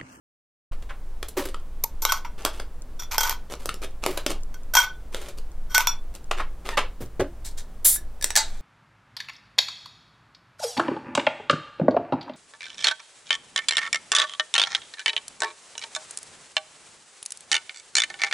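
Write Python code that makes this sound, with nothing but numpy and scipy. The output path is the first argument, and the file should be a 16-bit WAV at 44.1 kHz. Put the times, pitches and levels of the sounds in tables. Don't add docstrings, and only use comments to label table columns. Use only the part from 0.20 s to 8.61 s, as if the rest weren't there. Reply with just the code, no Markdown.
import sys
import numpy as np
from scipy import signal
from scipy.fft import rfft, irfft
from scipy.io import wavfile

SR = 44100
rng = np.random.default_rng(int(sys.argv[2]) if len(sys.argv) > 2 else 0)


def to_wav(sig):
    pcm = np.clip(np.atleast_2d(sig), -1, 1) * 32767
    pcm = np.round(pcm).astype(np.int16)
    wavfile.write(sys.argv[1], SR, pcm.T)


N = 370881
SIZE = 16384
OPEN_S = 8.166

# frequency in Hz, relative density in dB per Hz.
ICE_COLOUR = [(150, -50), (450, -13.5), (700, -5.5), (950, 10.5), (1350, 4.5), (1750, -4.5), (2200, 4.5),
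              (2750, -5), (6300, -1.5), (9000, -14), (11500, -10.5), (13000, -3.5), (14300, -4.5),
              (16000, -56.5)]
TABLE_COLOUR = [(100, -12.5), (200, -13), (370, -3.5), (570, -2.5), (750, -8), (1300, -7.5), (1900, -14),
                (2700, -12), (5700, -22), (9500, -25.5), (14000, -33.5), (16000, -48)]
CAN_COLOUR = [(120, -65.5), (200, -29.5), (491, -17), (569, -14), (899, -6.5), (1120, -14), (1740, -4.5),
              (2960, -14.5), (3760, -6.5), (5130, -12.5), (7970, -12.5), (8580, -15.5), (16000, -35)]

# frequency in Hz, relative level in dB, undamped t60 in s.
WALL_MODES = [(1495, 0, .25), (2165, -19, .2), (3210, -4, .2), (3236, -9, .18), (4500, -19, .2),
              (5665, -5, .15), (6290, -13, .13), (8300, -16, .14), (13100, -12, .11), (13600, -12, .1)]
TWIN_MODES = [(1362, -10, .25), (3460, -4, .3), (4683, -18, .18), (5674, 1, .22), (5720, -7, .12),
              (6180, -12, .1), (6874, -10, .16), (13080, -10, .08)]
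BOWL_MODES = [(894, -3.5, 0.085), (920, -17, 0.17), (1074, -12, 0.037)]
TOP_MODES = [(286.4, -8, 0.21), (376.3, 7, 0.11), (536, 1, 0.08), (560, -2.5, 0.14)]


def gain_of(db):
    return 10 ** (np.asarray(db) / 20)


def read(points, hz):
    f, value = np.transpose(points)
    return np.interp(np.log(hz + 1), np.log(f + 1), value)


def unit(x):
    return x / np.sqrt(np.sum(abs(x) ** 2, -1, keepdims=True) + 1e-30)


def add(mix, s, sound):
    part = mix[:, round(s * SR):][:, :sound.shape[1]]
    part += sound[:, :part.shape[1]]


def causal(db):
    log_gain = np.log(gain_of(np.maximum(db - db.max(), -90)))
    circle = np.concatenate([log_gain, log_gain[-2:0:-1]])
    spectrum = np.exp(np.conj(signal.hilbert(circle)))[:len(db)]
    return unit(irfft(np.array([spectrum, 1j * spectrum])))


def coloured(x, points):
    gain = gain_of(read(points, np.fft.rfftfreq(N, 1 / SR)))
    return unit(irfft(rfft(x) * gain, N)) * np.sqrt(N)


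def through(x, response):
    return signal.fftconvolve(x, response, axes=1)[:, :x.shape[1]]


def swell(t, rise_s, fall_db_per_s, length_s, release_s):
    rise = np.clip(t / rise_s, 0, 1)
    fall = gain_of(-fall_db_per_s * np.maximum(t, 0))
    release = np.exp(-np.maximum(t - length_s, 0) / release_s)
    return rise * fall * release


def loudness(db, length_s=1 / 100):
    return gain_of(db) * np.sqrt(SR * length_s)


def room(build_s=0.00057):
    # frequency in Hz, t60 in s.
    decay_times = [(200, 0.35), (530, 0.2), (1400, 0.21), (3700, 0.21), (9700, 0.14), (15000, 0.12)]
    hz, t, z = signal.stft(rng.standard_normal((2, SIZE)), SR, nperseg=256)
    decay = gain_of(-60 * t / read(decay_times, hz)[:, None])
    tail = signal.istft(z * decay, SR, nperseg=256)[1][:, :SIZE]
    build = 1 - np.exp(-(np.arange(SIZE) / SR / build_s) ** 2)
    return unit(tail * build)


def chatter(contact_s, clean_s=0.00063, grain_db=4):
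    u = np.arange(SIZE) / SR / contact_s
    grain = gain_of(grain_db * np.repeat(rng.standard_normal(SIZE // 32), 32))
    touches = rng.standard_normal((2, SIZE)) * grain
    clean = np.exp(-contact_s / clean_s)
    force = np.sqrt(1 - clean) * unit(touches * u * np.exp(-1.3 * u))
    force[:, 0] += np.sqrt(clean)
    return force


def rubbing(length_s, rise_s=0.0072, fall_db=5, release_s=0.0043, grain_db=5.0):
    grain = gain_of(grain_db * np.repeat(rng.standard_normal(SIZE // 64), 64))
    catches = rng.standard_normal((2, SIZE)) * grain
    return unit(catches * swell(np.arange(SIZE) / SR, rise_s, fall_db / length_s, length_s, release_s))


def contact(force, colour, bass_db, treble_db, room_db):
    hz = np.fft.rfftfreq(SIZE, 1 / SR)
    tilt = [(380, bass_db), (950, 0), (1900, 0.049), (5500, treble_db), (16000, 1.83 * treble_db)]
    sound = through(force, causal(read(colour, hz) + read(tilt, hz)))
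    return sound + gain_of(room_db) * through(sound, room())


def ring(modes, contact_s, damping=1, spread_db=1, flutter_depth=0.81):
    hz, db, t60 = np.transpose(modes)[:, :, None]
    t = np.arange(SIZE) / SR
    start_gain = gain_of(db + spread_db * rng.standard_normal(hz.shape))
    heights = start_gain * np.exp(-np.log(1000) * damping * t / t60)
    knots_s = np.arange(0, SIZE / SR + .012, .012)
    drift = rng.standard_normal((len(hz), len(knots_s), 2)) @ [1, 1j]
    flutter = 1 + flutter_depth * np.array([np.interp(t, knots_s, row) for row in drift])
    turns = np.exp(2j * np.pi * (hz * t + rng.random(hz.shape)))
    wave = (heights * flutter * turns).sum(0) * (1 - np.exp(-t / contact_s))
    return unit(np.array([wave.real, wave.imag]))


def background(air_db=-52.5, rumble_db=-30.0):
    # frequency in Hz, relative density in dB per Hz.
    air_colour = [(59, -31), (100, -3), (350, -11), (398, -11), (471, -11), (910, -16), (991, -16),
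                  (2420, -28), (5650, -34.5), (9210, -36), (16000, -50.5)]
    rumble_colour = [(2, -4.5), (5, -21.5), (16, 8), (24, -27), (34, -11.5), (55, -15.5), (86, -32),
                     (150, -44), (300, -67)]
    air, rumble = rng.standard_normal((2, 2, N))
    return gain_of(air_db) * coloured(air, air_colour) + gain_of(rumble_db) * coloured(rumble, rumble_colour)


def knocks(bass_db=-6, bass_per_bright=0.88, room_db=-6, level_db=.5):
    # start in s, strength in dB before level_db, contact time in s, brightness in dB.
    clicks = [ (.518, -45.5, 0.01, -1), (.622, -49.5, .004, 3.5), (0.691, -36, 0.011, -11),
              (1.0285, -32, 0.0012, 3.5), (1.084, -37.5, 0.0034, 19), (1.3441, -35.5, 0.0012, -4.5),
              (2.2501, -18.5, 0.0013, 9.5), (2.258, -25, 0.0039, 0), (2.3982, -33, 0.0014, -1.5),
              (3.3387, -34, 0.0003, -2), (3.4578, -30.5, 0.00077, 11.5), (3.4912, -26.5, .0013, 1),
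              (3.5423, -39.5, 0.00057, 11), (3.838, -27, 0.0013, -1), (3.8633, -20, 0.00089, 4),
              (3.9728, -27, 0.0033, 6), (4.0634, -22.5, .0018, 8.5), (4.9464, -30.5, 0.00061, 2.5),
              (5.085, -41.5, 0.0042, 8.5), (6.112, -21, 0.0017, -5), (6.196, -25.5, 0.0059, -19),
              (6.4903, -25, 0.00057, -4.5), (6.571, -14, 0.01, -5.5)]
    out = np.zeros((2, N))
    for s, db, contact_s, bright_db in clicks:
        bass = bass_db + bass_per_bright * bright_db
        sound = contact(chatter(contact_s), TABLE_COLOUR, bass, bright_db, room_db)
        add(out, s, loudness(db + level_db) * sound)
    return out


def bumps(room_db=-11, top_db=-5.0):
    # start in s, strength in dB, contact time in s, bass in dB, treble in dB,
    # ring of the top in dB before top_db.
    blows = [(1.167, -23, 0.019, -9, 1, 8.5), (1.253, -32, 0.0045, 2, 5, 5),
             (3.867, -30, 0.046, -4.5, 1.5, 13), (6.802, -25.5, 0.018, 17, 4.5, -14),
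             (6.995, -13, .011, 7.5, -10, 3)]
    # frequency in Hz, relative density in dB per Hz.
    bump_colour = [(40, 3), (110, -2.5), (190, -6.5), (280, -5.5), (400, -3), (600, -5), (750, -5.5),
                   (1400, -9.5), (3000, -16), (16000, -26)]
    out = np.zeros((2, N))
    for s, db, contact_s, bass_db, treble_db, ring_db in blows:
        thud = contact(chatter(contact_s), bump_colour, bass_db, treble_db, room_db)
        boom = gain_of(top_db + ring_db) * ring(TOP_MODES, contact_s)
        add(out, s, loudness(db) * (thud + boom))
    return out


def scrapes(bass_db=-3, bass_per_bright=1.0, room_db=-5, top_db=-9):
    # start in s, length in s, level in dB, brightness in dB.
    drags = [ (1.208, 0.092, -43, 6), (2.173, 0.13, -47, 0), (2.322, 0.1, -48, 3.5),
             (3.297, 0.037, -39, 4.5), (3.392, 0.072, -49.5, 6.5), (3.614, 0.034, -36.5, 4),
             (3.82, 0.043, -40.5, 4), (3.974, .025, -42, -10), (4.09, 0.029, -31.5, 6.5),
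             (4.919, 0.19, -45, 4.5), (5.171, 0.012, -43, 10.5), (5.936, 0.027, -46, 8.5),
             (6.166, 0.048, -36.5, -4), (6.445, 0.1, -41, 0.5)]
    out = np.zeros((2, N))
    for s, length_s, db, bright_db in drags:
        force = rubbing(length_s, rise_s=.014, grain_db=4.5)
        sound = contact(force, TABLE_COLOUR, bass_db + bass_per_bright * bright_db, bright_db, room_db)
        hum = gain_of(top_db) * ring(TOP_MODES, length_s)
        add(out, s, loudness(db, length_s) * (sound + hum))
    return out


def cubes(bass_db=1, bass_per_bright=2, room_db=-5, room_per_ring=0.21, wall_db=-3,
          twin_db=-15, twin_per_ring=0.49, bowl_db=-11, level_db=-1):
    # start in s, strength in dB before level_db, contact time in s, brightness in dB,
    # ring of the wall in dB before wall_db.
    hits = [ (1.6382, -17.5, 0.0021, 12.5, -52), (1.82, -25, 0.0065, 11.5, -9),
            (1.8515, -13.5, 0.00075, 2, -11), (1.89, -32, 0.0044, -8, 16.5), (1.9208, -16, 0.0031, 2, -9.5),
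            (2.046, -33.5, 0.0057, -10, -8), (2.9818, -15.5, 0.0006, 4.5, 1),
            (3.006, -19.5, 0.0029, 4, -0.5), (3.031, -22, 0.0033, 4, 4),
            (3.0955, -22.5, 0.00047, 6.5, -5.5), (4.537, -25.5, 0.0027, 7, 7),
            (4.5508, -12.5, 0.0028, 5, 1.5), (4.567, -12.5, .0035, 0.5, 10), (4.582, -22.5, .0016, 4, 15),
            (5.544, -14, 0.0058, 2.5, 10), (5.5804, -9.5, 0.00086, 3.5, -22)]
    out = np.zeros((2, N))
    for s, db, contact_s, bright_db, ring_db in hits:
        bass = bass_db + bass_per_bright * bright_db
        tail_db = room_db + room_per_ring * ring_db
        sound = contact(chatter(contact_s), ICE_COLOUR, bass, bright_db, tail_db)
        sound = sound + gain_of(wall_db + ring_db) * ring(WALL_MODES, contact_s)
        sound = sound + gain_of(twin_db + twin_per_ring * ring_db) * ring(TWIN_MODES, contact_s)
        sound = sound + gain_of(bowl_db) * ring(BOWL_MODES, contact_s)
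        add(out, s, loudness(db + level_db) * sound)
    return out


def slides(bass_db=5, treble_db=0, room_db=-8, wall_db=-14, bowl_db=-11):
    # start in s, length in s, level in dB.
    skids = [(1.86, 0.13, -41), (2.909, 0.051, -31), (3.045, 0.08, -30.5), (4.595, 0.052, -26),
             (5.591, 0.031, -24)]
    out = np.zeros((2, N))
    for s, length_s, db in skids:
        sound = contact(rubbing(length_s), ICE_COLOUR, bass_db, treble_db, room_db)
        sound = sound + gain_of(wall_db) * ring(WALL_MODES, length_s)
        sound = sound + gain_of(bowl_db) * ring(BOWL_MODES, length_s)
        add(out, s, loudness(db, length_s) * sound)
    return out


def tongs(tick_db=-2, bass_db=-8, treble_db=2, room_db=-6, ring_db=2):
    # start in s, strength in dB, contact time in s, share of the twin modes 0-1,
    # damping by the tongs as a factor on the decay rate (1 = free).
    taps = [(2.793, -36, 0.0097, 0.84, 3.3), (2.822, -41, 0.0011, 0.86, 1.3),
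            (2.834, -43.5, 0.00083, 1, 3.2), (4.343, -45.5, 0.00055, 0, 2.6),
            (5.495, -37.5, 0.039, 0, 0.87), (5.672, -17, 0.00045, 0.99, 1.51)]
    out = np.zeros((2, N))
    for s, db, contact_s, share, damping in taps:
        twin = np.clip(share, 0, 1)
        ringing = np.sqrt(1 - twin) * ring(WALL_MODES, contact_s, damping)
        ringing = ringing + np.sqrt(twin) * ring(TWIN_MODES, contact_s, damping)
        tick = contact(chatter(contact_s), ICE_COLOUR, bass_db, treble_db, room_db)
        add(out, s, loudness(db) * (gain_of(tick_db) * tick + gain_of(ring_db) * ringing))
    return out


def squeak(jitter=0.012):
    # time in s, mean pitch in Hz, relative level in dB.
    glide = [(6.52, 916, -58), (6.53, 916, -35), (6.546, 918, -36), (6.559, 880, -44)]
    # multiple of the pitch, relative level in dB.
    partials = [(1, -2), (2, 1), (3, -9), (4, -12), (5, -24)]
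    s, hz, db = np.transpose(glide)
    t = np.arange(s[0], s[-1], 1 / SR)
    unsteady = np.repeat(rng.standard_normal(len(t) // 48 + 1), 48)[:len(t)]
    turns = np.cumsum(np.interp(t, s, hz) * (1 + jitter * unsteady)) / SR
    tone = sum(gain_of(part_db) * np.sin(2 * np.pi * round(k) * turns) for k, part_db in partials)
    out = np.zeros((2, N))
    add(out, s[0], gain_of(np.interp(t, s, db)) * tone[None])
    return out


def can(bass_db=-1, bass_per_bright=0.76, sealed_room_db=-8, open_room_db=-2, shell_db=-4, level_db=2):
    # start in s, strength in dB before level_db, contact time in s, brightness in dB,
    # ring of the can in dB before shell_db.
    tab_hits = [ (7.245, -36, 0.019, 10.5, -29), (7.371, -39, 0.015, 7, -19),
                (7.649, -21, 0.0057, 14, -9.5), (7.7605, -38.5, 0.00027, -23, 3.5),
                (8.0125, -45, .0004, 11, 6), (8.025, -31, 0.0012, 10, -2), (8.0429, -18, 0.0011, 9.5, -21),
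                (8.064, -48, 0.0068, -6, 0), (8.1047, -28.5, .0013, 3, -2.5), (8.155, -24, .0017, 7, 1),
                (8.162, -13, 0.002, 8, -27), (8.171, -15.5, 0.0045, 5, 2.5)]
    # frequency in Hz, relative level in dB, t60 in s.
    sealed_modes = [(1720, 2, .18), (3730, -2, .12), (5650, -2, .14), (7930, 0, .1), (9050, -5, .1)]
    open_modes = [(886, 2, .19), (2023, -4, .17), (3838, -2, .2), (4162, -1, .2), (4578, -1, .2),
                  (4885, -3, .18), (6444, -4, .18), (7080, -4, .18)]
    out = np.zeros((2, N))
    for s, db, contact_s, bright_db, ring_db in tab_hits:
        modes, room_db = (sealed_modes, sealed_room_db) if s < OPEN_S else (open_modes, open_room_db)
        bass = bass_db + bass_per_bright * bright_db
        click = contact(chatter(contact_s), CAN_COLOUR, bass, bright_db, room_db)
        shell = gain_of(shell_db + ring_db) * ring(modes, contact_s)
        add(out, s, loudness(db + level_db) * (click + shell))
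    return out


def spray(level, colour, bursts_per_s, burst_share, room_db):
    bursts = rng.standard_normal((2, N)) * (rng.random(N) < bursts_per_s / SR)
    rush = rng.standard_normal((2, N))
    share = np.clip(burst_share, 0, 1)
    sound = np.sqrt(share) * coloured(bursts, colour) + np.sqrt(1 - share) * coloured(rush, colour)
    sound = level * sound
    return sound + gain_of(room_db) * through(sound, room())


def whistling(x):
    # frequency in Hz, width in Hz, level over the hiss in dB.
    whistles = [(7240, 34, 14), (8470, 40, 11), (9852, 35, 12), (10100, 39, 16.5), (10580, 90, 11),
                (11370, 40, 14)]
    hz = np.fft.rfftfreq(N, 1 / SR)
    lift = 1 + sum((gain_of(db) - 1) / (1 + 2j * (hz - centre) / width) for centre, width, db in whistles)
    return irfft(rfft(x) * lift, N)


def gas(start_s=7.645, level_db=-7, rise_s=0.017, length_s=.12, fall_db_per_s=186, release_s=0.0044):
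    # frequency in Hz, relative density in dB per Hz.
    gas_colour = [(400, -19), (1000, -20.5), (1750, -16), (2800, -18.5), (3600, -9), (6000, -6.5),
                  (7500, -1), (8000, -0.5), (8600, 0.5), (9300, 0), (10150, 1.5), (11400, -1), (14500, 1.5),
                  (16000, -8.5)]
    t = np.arange(N) / SR - start_s
    level = gain_of(level_db) * swell(t, rise_s, fall_db_per_s, length_s, release_s)
    return whistling(spray(level, gas_colour, bursts_per_s=1200, burst_share=0.14, room_db=-11))


def fizz(level_db=-42.5, rise_s=0.034, fall_db_per_s=58):
    t = np.arange(N) / SR - OPEN_S
    level = gain_of(level_db) * swell(t, rise_s, fall_db_per_s, length_s=1, release_s=1)
    return spray(level, CAN_COLOUR, bursts_per_s=750, burst_share=0.5, room_db=-8)


def scene():
    # frequency in Hz, side gain in dB.
    width = [(200, -55), (1400, -48.5), (2700, -37), (3250, -24), (4500, -13.5), (8000, -0.5),
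             (10500, -12.5), (13000, -7)]
    table = knocks() + bumps() + scrapes() + squeak()
    mug = cubes() + slides() + tongs()
    mid, side = background() + table + mug + can() + gas() + fizz()
    side = irfft(rfft(side) * gain_of(read(width, np.fft.rfftfreq(N, 1 / SR))), N)
    return np.array([mid + side, mid - side])


def levelled(x, threshold_db=-24, squeeze=0.28, recovery_db_per_s=160):
    power = signal.lfilter([1 / 200], [1, -199 / 200], (x ** 2).mean(0))
    fall_db = np.arange(N) / SR * recovery_db_per_s
    held_db = np.maximum.accumulate(10 * np.log10(power + 1e-12) + fall_db) - fall_db
    return x * gain_of(-np.clip(squeeze, 0, 1) * np.maximum(held_db - threshold_db, 0))


def record(dry, start_s=.513, edge_hz=15900):
    switch = np.clip((np.arange(N) / SR - start_s) / .005, 0, 1)
    live = np.clip(levelled(dry), -1, 1) * switch
    low_pass = signal.firwin(511, edge_hz, window=("kaiser", 9), fs=SR)
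    return signal.oaconvolve(live, low_pass[None], "same")


dry = scene()
out = record(dry)
to_wav(out)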